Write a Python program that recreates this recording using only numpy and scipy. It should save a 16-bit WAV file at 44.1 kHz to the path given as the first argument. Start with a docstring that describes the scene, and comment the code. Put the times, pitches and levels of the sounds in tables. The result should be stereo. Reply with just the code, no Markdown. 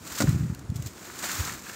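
"""Over the quiet air of a grove and a faint wind, a steel blade swishes in as flakes of bark snap.
It chops into an olive trunk, crushing the bark and making wood and steel ring. Right after, puffs of
air thump on the two microphone openings (ports), each on its own. Then the blade is dragged along the
bark through dry litter in several strokes: tiny fibres crackle as they break, more flakes snap, and
the edge knocks on ridges of wood."""
import sys
import numpy as np
from scipy import signal
from scipy.fft import rfft, irfft
from scipy.io import wavfile
from scipy.ndimage import uniform_filter1d

SR = 44100
rng = np.random.default_rng(int(sys.argv[2]) if len(sys.argv) > 2 else 0)


def master_out(mix):
    """Clip the mix to full scale and print it as 16-bit PCM to the path in sys.argv[1]."""
    frames = np.transpose(np.atleast_2d(mix))
    ceiling = np.clip(frames, -1, 1)
    pcm = np.round(ceiling * 32767).astype(np.int16)
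    wavfile.write(sys.argv[1], SR, pcm)


N = 77175

# tone of breaking bark fibres: f/Hz, level/dB
CRACKLE_TONE = [(2000,-10),(3200,-5),(4300,-2.5),(5700,-3.5),(7200,1.5),(10400,-14.5),(12000,-9),(15500,-9)]
# where the crackle sits between left and right: t/s, left minus right level/dB
CRACKLE_SIDE = [(.2,-1.5),(.86,-6.5),(1.35,-4.5),(1.62,0.5)]
BARK_SHARED, WOOD_SHARED = 0.033, 0.36  # share of the noise power that both ports hear


def undb(db):
    """Turn decibels into a number to multiply by."""
    return 10 ** (np.asarray(db) / 20)


def unit(x):
    """Scale a signal to an average power of 1."""
    return x / np.sqrt(np.mean(x ** 2))


def curve(table):
    """Join (time, value) points with straight lines, holding the first and last value."""
    times, values = np.array(table, float).T
    return np.interp(np.arange(N) / SR, times, values)


def pan(db):
    """Left and right gains that make the left louder by db."""
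    return undb(np.array([db, -db]).reshape(2, -1) / 2)


def colour(x, points):
    """Shape the tone through (f/Hz, level/dB) points; white noise keeps its overall power."""
    hz, db = np.array(points, float).T
    octave = np.log2(np.maximum(np.fft.rfftfreq(2 * N, 1 / SR), 1))
    outside = np.abs(octave - np.clip(octave, np.log2(hz[0]), np.log2(hz[-1])))
    gain = unit(undb(np.interp(octave, np.log2(hz), db) - 30 * np.minimum(outside, 2)))
    # these steps make the filter ring only after a click, never before it
    cepstrum = irfft(np.log(gain))
    cepstrum[1:N] *= 2
    cepstrum[N + 1:] = 0
    return irfft(rfft(x, 2 * N) * np.exp(rfft(cepstrum)))[..., :N]


def walk(hz):
    """A smooth random wobble that heads for a new value hz times a second."""
    hold = max(int(SR / hz), 2)
    steps = np.repeat(rng.standard_normal(N // hold + 1), hold)
    return unit(uniform_filter1d(steps, hold)[:N])


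def burst(start, decay):
    """Jump to 1 at the start, then fade to about a third every decay seconds."""
    age = np.arange(N) / SR - start
    return (age >= 0) * np.exp(-np.abs(age) / max(decay, 1e-4))


def ports(shared):
    """Noise at the two ports; the part they share reaches the right one a little later."""
    lag_s = 0.00014
    noise = rng.standard_normal((3, N))
    delay = np.exp(-2j * np.pi * np.fft.rfftfreq(N, 1 / SR) * lag_s)
    late = irfft(rfft(noise[2]) * delay, N)
    return np.sqrt(shared) * np.array([noise[2], late]) + np.sqrt(1 - shared) * noise[:2]


def fibres(shared, per_second=9000):
    """Fibres break at random, most weakly and a few strongly, each with a tiny burst of noise."""
    spread_db, fade_s = 1.2, 0.00021
    breaks = rng.random(N) < per_second / SR
    size = undb(spread_db * np.minimum(rng.exponential(size=N), 5))
    power = signal.lfilter([1], [1, -np.exp(-1 / (fade_s * SR))], (breaks * size) ** 2)
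    return unit(np.sqrt(power) * ports(shared))


def brittle(x):
    """Give a sound the tone of snapping bark: like the crackle, but 1 dB brighter per octave."""
    return colour(x, [(hz, db + np.log2(hz)) for hz, db in CRACKLE_TONE])


def grove_air():
    """The air of the grove makes a soft, steady hush."""
    # tone of the hush: f/Hz, level/dB
    air_tone = [(60,7.5),(300,-14),(1200,-10.5),(3000,-21.5),(7500,-21),(15500,-36.5)]
    return undb(-48.5) * colour(ports(shared=0.19), air_tone)


def wind():
    """Rough air rumbles at each port separately, and single swirls thump on one port or the other."""
    # strength of the rumble: t/s, level/dB
    gusts = [(.19,-48.5),(.23,-25),(.46,-33.5),(.55,-41.5),(.86,-41.5),(.92,-84),(1.35,-49.5),(1.44,-41),(1.56,-44),(1.61,-59)]
    # tone of the rumble: f/Hz, level/dB
    rumble_tone = [(45,-3),(80,2.5),(150,-7),(320,-15.5),(650,-49)]
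    # swirls of air: t/s, peak level/dB, f/Hz, half length/s, port (0 left, 1 right)
    swirls = [(0.2421,-3.5,211,0.0012,1),(0.22,-19,113,0.0079,1),(0.2908,-1.5,133.7,0.0049,1),(.330,-11.5,158,0.0032,1),(0.348,-9,114,0.0016,1),(0.362,-9,139,0.0026,1),(0.432,-19.5,117,0.024,0),(0.41,-12,133,0.004,1),(.436,-11,152,0.0037,1),(0.46,-16.5,155,0.0068,1),(0.502,-11,147,0.0018,1),(0.527,-14.5,137,0.0016,1),(0.7,-10,96,0.0025,1),(0.723,-14.5,169,0.0019,1),(0.76,-14.5,117,0.0023,1),(0.799,-15,125,0.0046,0),(0.862,-17,111,0.0058,0),(1.406,-9.5,77.4,0.0054,1)]
    t = np.arange(N) / SR
    out = colour(ports(shared=0) * undb(curve(gusts)), rumble_tone) * pan(db=-14)
    for when, db, hz, half_length, port in swirls:
        passing = np.clip((t - when) / half_length, -10, 10)
        slowing = 1 - 0.16 * np.tanh(passing / 2)  # the pitch drops as the swirl passes
        wave = np.cos(2 * np.pi * (hz * (t - when) * slowing + rng.random()))
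        swell = np.exp(-np.abs(passing) ** 1.18 / 1.96)
        out[port] += undb(db) * wave * swell
    return out


def effort(start, end, swell, rise):
    """The push of one stroke: it builds up, grows or sags while it lasts, then lets go."""
    release_s = 0.097
    t = np.arange(N) / SR
    fades = np.exp(np.minimum(t - start, 0) / rise - np.maximum(t - end, 0) / release_s)
    return fades * undb(swell * (np.clip(t, start, end) - start))


def scrape():
    """The blade sticks and slips: bark crackles and splinters, wood rasps, and the trunk murmurs."""
    # blade strokes: start/s, end/s, crackle level/dB, rasp level/dB, swell/(dB per s), rise time/s
    strokes = [(0.062,0.19,-46,-52,78.5,0.052),(0.268,0.606,-48.5,-47.5,-44,0.01),(0.745,0.873,-56,-59,37,0.0038),(1.004,1.18,-48,-51.5,-5,0.052),(1.246,1.5,-34,-37.5,-17.5,0.049),(1.686,1.754,-43.5,-47.5,-23,0.05)]
    # tone of the rasping wood: f/Hz, level/dB
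    rasp_tone = [(450,-16.5),(850,-7.5),(1350,-0.5),(2000,-4.5),(2600,-8)]
    # tone of the trunk's hollow murmur: f/Hz, level/dB
    murmur_tone = [(130,-5),(335,-2.5),(450,-8.5),(900,-17.5)]
    on_bark, on_wood = 0, 0
    for start, end, crackle_db, rasp_db, swell, rise in strokes:
        push = effort(start, end, swell, rise)
        on_bark = np.hypot(on_bark, undb(crackle_db) * push)
        on_wood = np.hypot(on_wood, undb(rasp_db) * push)
    grip = unit(undb(1.54 * walk(hz=111.8)))  # sticking and slipping makes the level flutter
    crackle = undb(2.58) * colour(fibres(BARK_SHARED) * on_bark * grip, CRACKLE_TONE)
    splinters = undb(-5.5) * brittle(fibres(BARK_SHARED, per_second=230) * on_bark)
    rasp = undb(4) * colour(fibres(WOOD_SHARED) * on_wood * grip, rasp_tone) * pan(db=4)
    murmur = undb(-46.5) * colour(ports(WOOD_SHARED), murmur_tone)
    murmur *= unit(on_wood) ** 0.28  # follows the push only gently
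    return (crackle + splinters) * pan(curve(CRACKLE_SIDE)) + rasp + murmur


def snaps():
    """Flakes of bark break off where the blade is, each with a short, bright click."""
    # snapping flakes: t/s, level/dB, fade time/s
    flakes = [(0.052,-36,0.00074),(0.075,-30.5,0.0025),(0.1233,-25.5,0.00085),(0.1403,-34.5,.0012),(0.1845,-26.5,0.0095),(0.292,-28,0.0027),(0.4253,-51,0.0018),(0.5481,-32.5,0.0014),(0.5925,-41.5,0.0033),(0.701,-43,0.0026),(0.758,-39.5,0.0081),(0.762,-43,0.0086),(0.8233,-33.5,0.0029),(0.861,-36,0.017),(0.8706,-38.5,0.0035),(1.1897,-30.5,0.0048),(1.2416,-27,0.0057),(1.287,-30,0.0044),(1.315,-26,0.0065),(1.389,-27,0.0018),(1.403,-27,0.0045),(1.4496,-29,0.007),(1.659,-35,.001)]
    force = sum(undb(db) * burst(when, decay) for when, db, decay in flakes)
    return brittle(ports(BARK_SHARED) * force) * pan(curve(CRACKLE_SIDE))


def chop():
    """A few quick bites crush the bark; the first sets trunk and blade ringing."""
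    # the blade meets the wood and bites deeper: t/s, level/dB
    bites = [(0.203,-2.5),(0.2082,-4.5),(0.217,-9.5),(0.2216,-5)]
    # tone of crushed bark: f/Hz, level/dB
    crunch_tone = [(200,4),(600,15),(3200,9),(8000,11),(10500,-2.5),(15000,1)]
    # notes at which trunk and blade ring: f/Hz, level/dB
    notes = [(230,4),(287,3),(533,-5.5),(610,-6.5),(753,-8),(1440,4)]
    force = sum(undb(db) * burst(when, decay=0.006) for when, db in bites)
    crunch = colour(ports(WOOD_SHARED) * force, crunch_tone)
    start = bites[0][0]
    ring_s = 0.26  # time to fade by 60 dB; notes above 500 Hz die sooner
    t = np.arange(N) / SR
    ring = 0
    for hz, db in notes:
        decay = ring_s * min(500 / hz, 1) / np.log(1000)
        loudness = burst(start, decay) - burst(start, 0.00067)  # the second burst softens the start
        ring += undb(db) * loudness * np.sin(2 * np.pi * (hz * t + rng.random()))
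    return undb(-18) * crunch + undb(-26.5) * ring


def catches():
    """The edge catches on ridges of wood, each time with a brief knock."""
    # knocks of the edge: t/s, level/dB, f/Hz
    knocks = [(0.272,-31,1590),(0.977,-44,1850),(1.099,-36,1410),(1.2036,-42,1280),(1.2385,-30,720),(1.239,-28.5,1600),(1.2946,-26,2210),(1.463,-31,1320),(1.494,-28,1790),(1.6637,-30,1700),(1.695,-29,1900)]
    width = 1.52  # pitch ratio from the middle of a knock's band to either side
    out = 0
    for when, db, hz in knocks:
        band = [(hz / width, -10), (hz, 0), (hz * width, -10)]
        out += undb(db) * colour(ports(WOOD_SHARED) * burst(when, decay=0.0048), band)
    return out * pan(db=2.5)


def scene():
    """Add up the air, the wind and the sounds of the blade."""
    return grove_air() + wind() + scrape() + snaps() + chop() + catches()


def record(dry):
    """The recorder thins the deep bass and cuts the highest treble."""
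    bass_hz, top_hz = 82.7, 15650
    bass_cut = signal.butter(2, bass_hz, "high", fs=SR, output="sos")
    top_cut = signal.ellip(10, 0.2, 80, top_hz, fs=SR, output="sos")
    return signal.sosfilt(top_cut, signal.sosfilt(bass_cut, dry))


dry = scene()
out = record(dry)
master_out(out)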